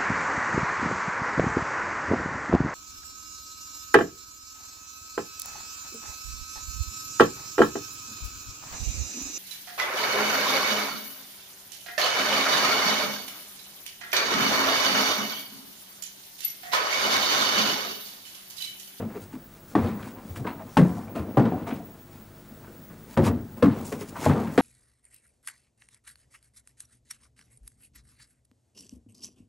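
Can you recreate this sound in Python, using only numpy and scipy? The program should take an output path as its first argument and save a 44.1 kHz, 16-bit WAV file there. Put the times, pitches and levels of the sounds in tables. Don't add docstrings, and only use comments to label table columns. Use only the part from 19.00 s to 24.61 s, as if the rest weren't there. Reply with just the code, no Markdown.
import sys
import numpy as np
from scipy import signal
from scipy.fft import rfft, irfft
from scipy.io import wavfile
from scipy.ndimage import uniform_filter1d

SR = 44100
rng = np.random.default_rng(int(sys.argv[2]) if len(sys.argv) > 2 else 0)


def field_ratio(decibels):
    return 10 ** (np.asarray(decibels, dtype=float) / 20)


def transcribe(signal):
    frames = np.atleast_2d(signal).T
    limited = np.clip(frames, -1, 1)
    pcm = np.round(limited * 32767).astype(np.int16)
    wavfile.write(sys.argv[1], SR, pcm)


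N = 247401


def evened(x):
    return x / np.sqrt(np.mean(x ** 2) + 1e-20)


def read(points, hz):
    f, value = np.transpose(points)
    return np.interp(np.log(hz + 1), np.log(f + 1), value)


def add(mix, s, sound):
    part = mix[round(s * SR):][:len(sound)]
    part += sound[:len(part)]


def coloured(x, spectrum, lumps_db=0.):
    hz = np.fft.rfftfreq(len(x), 1 / SR)
    lumps = np.interp(hz, np.arange(600) * 40, rng.standard_normal(600))
    gain = field_ratio(read(spectrum, hz) + lumps_db * lumps)
    return evened(irfft(rfft(x) * gain, len(x)))


def wander(rate_hz):
    slow = signal.butter(2, rate_hz, fs=SR, output="sos")
    return evened(signal.sosfilt(slow, rng.standard_normal(N)))


# f/Hz, level/dB per Hz
YARD_AIR = [(12, -52), (20, -10), (92, 1.5), (224, 2.5), (296, -17), (350, -8), (644, -11), (741, -15),
            (1360, -10), (2510, -20), (11000, -23), (14100, -25), (15300, -17.5)]


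def yard():
    return field_ratio(-53 + 0.24 * wander(22)) * coloured(rng.standard_normal(N), YARD_AIR)


# f/Hz, level/dB
HUM = [(25, -71), (50, -62.5), (100, -58), (150, -58.5), (350, -62.5), (450, -79), (600, -77), (650, -68.5),
       (850, -73)]
# f/Hz, level/dB
WHINE = [(15622, -55), (11620, -73.5)]


def electronics():
    t = np.arange(N) / SR
    hum = 0
    for hz, db in HUM:
        hum = hum + field_ratio(db + 3 + 1.5 * wander(4)) * np.sin(2 * np.pi * (hz * t + rng.random()))
    creep = uniform_filter1d((100 * t + .3) % 1, 12) * (2.1 + .8 * wander(30))
    phase = creep + 2.6 * wander(10)
    fade = field_ratio(3.6 * wander(16) + 2.6 * wander(110))
    return hum + fade * sum(field_ratio(db) * np.sin(2 * np.pi * hz * t + phase) for hz, db in WHINE)


# f/Hz, level/dB per Hz
TAPE_HISS = [(18, -43), (30, 0), (143, -5), (177, -9), (242, -24), (2960, -31.5), (14100, -15),
             (15300, -9.5)]


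def tape_hiss():
    hiss = field_ratio(-65) * coloured(rng.standard_normal(N), TAPE_HISS)
    return np.outer([1, -1], hiss)


# f/Hz, left minus right level/dB
TILT = [(40, 1.5), (120, 1.9), (350, 1.8), (700, 1.3), (1400, .9), (3000, .5), (6000, .5), (10000, .7),
        (15000, 1.2)]
# f/Hz, left lead/radians
SKEW = [(0, 0), (11600, 0.16), (14800, 0.13), (15600, 0.32), (16500, 0.2)]


def tape_tracks(x):
    hz = np.fft.rfftfreq(N, 1 / SR)
    half = np.array([[.5], [-.5]])
    tilt = field_ratio(half * read(TILT, hz)) * np.exp(1j * half * read(SKEW, hz))
    contact = field_ratio(half * 0.16 * wander(420))
    return contact * irfft(rfft(x) * tilt, N) + tape_hiss()


# f/Hz, level/dB per Hz
BODY = [(24, -37), (40, -39), (97, -5.5), (133, -11.5), (183, -7.5), (219, -2.5), (395, -13), (462, -11.5),
        (580, -16.5), (680, -17.5), (1840, -34), (2020, -36), (3170, -42), (5220, -53), (9000, -57),
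        (11700, -58), (19800, -120)]
# t/s, level/dB
SHUFFLE = [(0.0, -24), (0.05, -31.5), (0.44, -51.5), (0.69, -48.5), (0.8, -29), (0.92, -35), (1.81, -45),
           (1.95, -36), (2.23, -33.5), (2.61, -28), (3.06, -46.5), (4.03, -47), (4.22, -41), (4.36, -56),
           (4.78, -27), (5.03, -44.5), (5.26, -27), (5.61, -32)]


def shuffle():
    s, db = np.transpose(SHUFFLE)
    level_db = np.interp(np.arange(N) / SR, s, db - 7.0) + 1.6 * wander(31)
    return field_ratio(level_db) * coloured(rng.standard_normal(N), BODY, 0.74)


def knock(modes, chatter_s):
    t = np.arange(16000) / SR
    ring = 0
    for k, (hz, width, db) in enumerate(modes):
        width = np.clip(width, 6, 150)
        envelope = np.exp(-np.pi * width * t) * (1 - np.exp(-t * hz / 4.8))
        ring += (-1) ** k * field_ratio(db) * width * envelope * np.sin(2 * np.pi * hz * t)
    when, size = rng.random((2, 6))
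    contacts = np.zeros(3000)
    contacts[(when * chatter_s * SR).astype(int)] = 0.72 * size - .3
    contacts[0] = 1
    sound = signal.fftconvolve(ring, contacts)
    return sound / abs(sound).max()


# f/Hz, t60/s
BODY_RING = [(60, 1), (120, 0.78), (250, 0.72), (500, 0.47), (1000, 0.43), (2500, 0.13), (8000, 0.18)]


def drumming(boom_db, ring):
    lifted = [(hz, db + boom_db / (1 + (hz / 170) ** 4)) for hz, db in BODY]
    noise = coloured(rng.standard_normal(2 ** 15), lifted, 1.5)
    hz, t, z = signal.stft(noise, SR, nperseg=512, noverlap=384)
    swell = 1 - np.exp(-(t + 0.0072) * np.maximum(hz, 40)[:, None] / 1.5)
    decay = field_ratio(-60 * t / (ring * read(BODY_RING, hz))[:, None])
    tail = signal.istft(z * swell * decay, SR, nperseg=512, noverlap=384)[1]
    onset = np.minimum(np.arange(len(tail)) / 150, 1)
    return tail / np.sqrt(np.mean(tail[:3000] ** 2)) * onset


# f/Hz, level/dB per Hz
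CRACK = [(710, -29), (1200, 1), (1810, -6), (2980, -17), (3560, -18), (6040, -27), (9230, -29),
         (15000, -41)]


def crack(t60):
    t = np.arange(9000) / SR
    splinters = field_ratio(3.2 * np.repeat(np.minimum(rng.exponential(1, 100), 3), 90))
    burst = evened(splinters * coloured(rng.standard_normal(len(t)), CRACK, 1.9))
    return burst * field_ratio(-60 * t / t60) * np.minimum(t / 0.00086, 1)


# t/s, blow level/dB, knock f/Hz, drumming level/dB
HEELS = [(0.002, -29, 157, -12.5), (0.059, -23, 215, -35), (0.334, -27.5, 251, -20.5),
         (0.839, -21, 215, -6.5), (1.365, -27, 100, -16.5), (1.394, -23.5, 120, -16.5),
         (1.447, -24, 196, -10.5), (1.47, -31.5, 230, -9), (1.799, -4.5, 144, -21), (1.979, -31, 720, -15),
         (2.073, -34.5, 201, -6.5), (2.19, -19, 90, -17.5), (2.394, -6.5, 120, -13.5),
         (2.45, -13.5, 226, -12.5), (2.519, -20, 259, -13.5), (2.721, -18, 250, -17),
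         (3.508, -38.5, 242, -20), (4.194, -13.5, 236, -13.5), (4.369, -26.5, 254, -15),
         (4.919, -23, 421, -11), (5.159, -33, 970, -24), (.22, -37.5, 89, -19), (4.665, -11, 195, -24),
         (5.4, -26, 394, -7), (2.28, -32, 496, -28)]
# t/s, blow level/dB, knock f/Hz, drumming level/dB
TOES = [(1.028, -27.5, 216, -17), (1.6, -36, 640, -16), (2.153, -28, 253, -4), (2.669, -26, 682, -12.5),
        (3.678, -40, 337, -11), (3.898, -37, 165, -16), (4.262, -14.5, 230, -9.5),
        (4.566, -37.5, 211, -6.5), (5.01, -27.5, 407, -17.5), (5.217, -38, 374, -12),
        (5.294, -10.5, 151, -11.5), (5.469, -21.5, 161, -32)]


def light_taps():
    out = np.zeros(N)
    for taps, crack_db in ((HEELS, -71), (TOES, -46)):
        for s, blow_db, hz, drum_db in taps:
            over_db = blow_db + 25
            modes = [(hz, 28, 0), (1.263 * hz, 45, -8), (1.685 * hz, 70, -20)]
            ring = 0.83 - 0.0095 * over_db
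            add(out, s, field_ratio(blow_db - 4.5) * knock(modes, 0.025))
            add(out, s, field_ratio(blow_db + drum_db) * drumming(-3.5 * np.log2(hz / 180), ring))
            add(out, s, field_ratio(crack_db + 0.88 * over_db) * crack(0.33))
    return out


# t/s, level/dB, f/Hz, t60/s
TICKS = [(.1, -52, 1600, .06), (.14, -50, 1200, .06), (.783, -32, 1010, 0.11), (.868, -48, 3300, .15),
         (.99, -49, 1500, .08), (1.36, -37.5, 1800, 0.035), (1.445, -39, 1150, .12),
         (1.467, -38, 1900, 0.18), (1.597, -42, 900, .1), (1.811, -36, 1200, .1), (1.892, -46, 1800, .08),
         (2.378, -18, 790, 0.094), (2.42, -45, 2790, 0.13), (2.449, -35, 900, 0.082),
         (2.452, -49, 3200, .2), (2.515, -42.5, 1600, 0.1), (2.667, -45, 1500, .1),
         (2.708, -41, 1400, 0.13), (2.706, -43.5, 2400, 0.2), (3.671, -52, 1450, 0.083),
         (3.914, -52, 1500, .06), (4.168, -28, 1400, 0.073), (4.19, -32.5, 1200, 0.074),
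         (4.573, -45.5, 900, .15), (4.626, -31.5, 3200, 0.068), (4.7, -41, 1300, .2),
         (4.924, -36, 1710, 0.054), (5.155, -44, 1400, .06), (5.217, -38, 900, .12), (5.24, -33, 1400, .1),
         (5.26, -30, 2300, .05), (5.308, -33.5, 1800, 0.087), (5.355, -29.5, 780, .4),
         (5.471, -40, 1600, 0.091), (5.581, -24.5, 3500, 0.023), (.003, -39, 500, .1),
         (.155, -43, 1100, .05), (.17, -37, 380, 0.093), (.752, -32.5, 2500, .04), (1.968, -37, 800, 0.17),
         (2.2, -31.5, 280, .35), (2.677, -51, 5500, .15), (4.645, -15.5, 250, 0.27), (5.35, -29, 420, 0.26),
         (5.085, -54, 6000, 0.087), (4.261, -27, 750, .12), (1.025, -47.5, 3000, .04),
         (4.852, -46, 8000, .3), (4.71, -50.5, 3000, .4), (.77, -25, 150, .4)]


def ticks():
    out, t = np.zeros(N), np.arange(12288) / SR
    for s, db, hz, t60 in TICKS:
        colour = [(hz / 4, -24), (hz / 1.5, -4), (hz, 0), (1.5 * hz, -8), (2.5 * hz, -26), (5 * hz, -70)]
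        burst = coloured(rng.standard_normal(len(t)), colour, 2.4)
        add(out, s, field_ratio(db - 60 * t / t60) * np.minimum(t / 0.0014, 1) * burst)
    return out


# t/s, blow level/dB, f/Hz, width/Hz
CLINKS = [(0.153, -32, 412, 52), (1.474, -39, 1300, 49), (2.08, -48.5, 2340, 100), (2.165, -28, 659, 43),
          (0.815, -24, 92, 14), (2.712, -36, 714, 60), (.762, -11, 302, 61), (1.027, -52, 3300, 170),
          (1.36, -42, 1850, 190), (0.0038, -29.5, 108, 16.5), (2.8, -36.5, 690, 58), (1.3, -31, 90, 35),
          (5.345, -24.5, 420, 37), (2.52, -26, 740, 54), (4.639, -20.5, 1154, 94), (4.65, -5.5, 272, 36),
          (5.6, -30.5, 960, 60), (5.296, -21.5, 1120, 120)]


def clinks():
    out = np.zeros(N)
    for s, blow_db, hz, width in CLINKS:
        add(out, s, field_ratio(blow_db) * knock([(hz, width, 0), (hz, width, -5)], 0.044))
    return out


# f/Hz, level/dB per Hz
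GRIT = [(1500, -8), (3500, -6), (5000, -3), (7000, -2.5), (10000, -5), (13000, -8.5), (15500, -24)]
# f/Hz, level/dB per Hz
RASP = [(1500, -3), (2300, 3), (3300, -6), (4500, -9.5), (6000, -32)]
# f/Hz, level/dB per Hz
SCRAPE = [(350, -18), (700, 5.5), (1000, 9), (1500, -1), (2000, -7), (3000, -65)]


def rubbing(t):
    grains = field_ratio(2.6 * np.repeat(np.minimum(rng.exponential(1, 300), 3), 110))
    drive = grains * rng.standard_normal((3, len(grains)))
    layers = [coloured(g, colour, 2.9) for g, colour in zip(drive, (GRIT, RASP, SCRAPE))]
    return np.array(layers)[:, :len(t)]


def strokes(events):
    out, t = np.zeros(N), np.arange(-.15, .55, 1 / SR)
    for s, db, gritty_db, rise, fall in events:
        mix_db = db + np.array([[-5 + 1.29 * gritty_db], [0], [5.5 - 0.89 * gritty_db]])
        pressure_db = -21.5 * np.maximum(-t / rise, t / fall) ** 1.255
        add(out, s + t[0], (field_ratio(mix_db + pressure_db) * rubbing(t)).sum(0))
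    return out


# t/s of most pressure, level/dB, grittiness/dB, rise/s, fall/s
SCUFFS = [(0.175, -57, -1, 0.14, 0.045), (0.229, -62.5, 10.5, 0.066, 0.058), (.338, -54.5, 1, .04, 0.043),
          (.58, -63.5, 5, 0.11, 0.033), (.714, -69.5, 13.5, 0.08, 0.096), (.85, -47, -1.5, 0.098, 0.14),
          (1.082, -53.5, 3, 0.22, 0.07), (1.361, -48, 4.5, 0.0093, 0.068), (1.472, -46, -5.5, 0.018, 0.1),
          (1.62, -62, -11, 0.1, 0.023), (1.977, -60, 7.5, 0.11, 0.15), (2.16, -43.5, -2, 0.014, 0.1),
          (2.672, -46, -3, 0.016, 0.11), (2.766, -57.5, 3, .08, .07), (2.894, -70, 9.5, 0.025, .02),
          (3.65, -63, -6.5, 0.022, 0.035), (4.14, -56, 6, 0.085, 0.049), (4.276, -35, 1.5, 0.054, 0.031),
          (4.577, -68, 11, 0.022, 0.078), (4.87, -62, 16.5, 0.071, 0.11), (4.925, -45, 4, 0.014, 0.064),
          (5.015, -48, 5.5, 0.051, 0.055), (5.169, -49, -11, 0.02, 0.048), (5.252, -39, 4.5, 0.11, 0.083)]


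def scuffs():
    return strokes(SCUFFS)


# t/s of most pressure, level/dB, grittiness/dB,
# rise/s, fall/s
SLIDES = [(1.31, -68.5, 12.5, 0.15, 0.17), (1.71, -62.5, 7.5, 0.073, 0.17),
          (1.878, -62.5, 11.5, 0.28, 0.15), (4.79, -63.5, 10.5, 0.15, 0.031), (5.09, -61, 12, 0.046, 0.049),
          (5.429, -49.5, 0, 0.31, 0.12), (5.54, -60.5, 10.5, 0.11, 0.17), (.9, -52, -2, 0.057, 0.074),
          (1.19, -61, -5.5, 0.075, 0.13), (1.69, -62, -9.5, 0.051, 0.045), (2.469, -51.5, -9, 0.059, 0.1),
          (3.13, -62, 3, .08, 0.18), (2.62, -60, -9, 0.044, .04), (4.25, -37, 1.5, 0.03, .045),
          (4.813, -61, 13, .012, .015), (1.0, -54.5, -9, .04, .04), (.79, -46, -9, .03, .05)]


def slides():
    return strokes(SLIDES)


# t/s, half length/s, depth/0-1
MID_DIPS = [
    (.746, 0.0028, 0.5),
    (4.163, 0.0047, 0.64),
]


def mid_dips(x):
    t = np.arange(N) / SR
    dip = sum(np.clip(depth, 0, 1) * np.exp(-((t - s) / length) ** 4) for s, length, depth in MID_DIPS)
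    mid_band = uniform_filter1d(x, size=3, axis=1) - uniform_filter1d(x, size=41, axis=1)
    return x - dip * mid_band


# t/s, blow level/dB, boom level/dB, crack level/dB, drumming level/dB
HEAVY = [
    (0.752, -9.5, -11, -32.5, -2),
    (1.769, -7, -14, -23, 0.5),
    (2.37, -9, -22, -32, -4.5),
    (4.172, -17, -7, -23, 8.5),
    (4.624, -7.5, -7.5, -26, -3),
    (5.261, -6.5, -38, -41, -9.5),
    (5.577, -6, -27, -24, -2.5),
]
# f/Hz, width/Hz, level/dB
PLANKS_IN = [
    [(102, 8.7, -30), (215, 25, -7), (281, 50, 6.5), (420, 46, -15), (823, 220, -4.5), (1150, 170, -10),
     (1870, 190, -23.5)],
    [(153, 31, -8), (178.5, 7.5, 8), (227.8, 4.2, 3), (264.7, 13, 3.5), (500, 28, -15.5), (653, 36, -20),
     (864, 120, -6.5), (1080, 19, -15), (1270, 31, -31), (1770, 180, -30)],
    [(109.4, 10, 3.5), (143, 27, 2), (221, 29, -4.5), (294, 17, -2.5), (378, 56, -11.5), (500, 39, -13),
     (577, 27, -13), (763, 70, -9.5), (995, 38, -21), (1170, 45, -24)],
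]
# f/Hz, width/Hz, level/dB
PLANKS_OUT = [
    [(151, 4.8, 5), (234, 6.5, -2), (273, 48, -28), (358, 13, -11.5), (464, 65, -27), (538, 15, -6),
     (653, 22, -17), (950, 100, -14.5), (1190, 79, -33)],
    [(151, 17, -20), (267.2, 11, 4), (360, 17, -32), (480.5, 22.4, 1), (574, 48, -13), (1067, 20.7, -20),
     (1170, 54, -34), (1670, 63, -37)],
    [(96.4, 14, 11.5), (145.8, 9, 11), (250, 18, 2.5), (330, 35, -17), (468, 104, 4), (660, 71, -3.5),
     (837, 60, -4.5), (1047, 91, -7.5), (1580, 160, -18)],
    [(264, 26, 1.5), (310, 21, 1.5), (418, 55, -4), (506, 40, 0.5), (677, 71, -9), (740, 29, -15),
     (888, 53, -15.5), (1400, 130, -28)],
]


def full_weight_steps():
    out = np.zeros(N)
    for (s, blow_db, boom_db, crack_db, drum_db), plank in zip(HEAVY, PLANKS_IN + PLANKS_OUT):
        add(out, s, field_ratio(blow_db + 3.0) * knock(plank, 0.01399))
        add(out, s, field_ratio(blow_db + drum_db - 9) * drumming(boom_db + 12.0, 0.79))
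        add(out, s, field_ratio(blow_db + crack_db + 8.5) * crack(0.19))
    return out


# level/dB against the blow, fall/dB per s
RATTLE = [(-51, 75), (-37, 113), (-28.5, 64.5)]


def rattle():
    out, t = np.zeros(N), np.arange(-.15, .55, 1 / SR)
    under_db, fall = np.transpose(RATTLE)[:, :, None]
    for s, blow_db, *_ in HEAVY:
        level = np.clip(t / 0.027, 0, 1) * field_ratio(blow_db + under_db - fall * t)
        add(out, s + t[0], (level * rubbing(t)).sum(0))
    return out


def ducked(dry):
    power_db = 10 * np.log10(abs(uniform_filter1d(dry[0] ** 2, 2000)) + 1e-12)
    fall = np.arange(N) * 21 / SR
    held_db = np.maximum.accumulate(power_db + fall) - fall
    over_db = np.maximum(held_db + 37, 0)
    return dry / field_ratio(0.085 * uniform_filter1d(over_db, 1500, origin=749))


def scene():
    horse = light_taps() + full_weight_steps() + scuffs() + slides() + shuffle()
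    loose_parts = ticks() + clinks() + rattle()
    return np.tile(yard() + horse + loose_parts, (2, 1))


def roll_off(x):
    return signal.sosfilt(signal.butter(12, 16100, fs=SR, output="sos"), x)


def record(dry):
    thin = signal.sosfilt(signal.butter(2, 62, "high", fs=SR, output="sos"), ducked(dry))
    limited = 0.61 * np.tanh(1.197 * thin / 0.67) + electronics()
    tracks = tape_tracks(mid_dips(limited))
    band_edge = signal.firwin(1501, 15750, window=("kaiser", 8), fs=SR)
    edged = signal.oaconvolve(tracks, band_edge[None], "same")
    return roll_off(edged)


dry = scene()
out = record(dry)
transcribe(out)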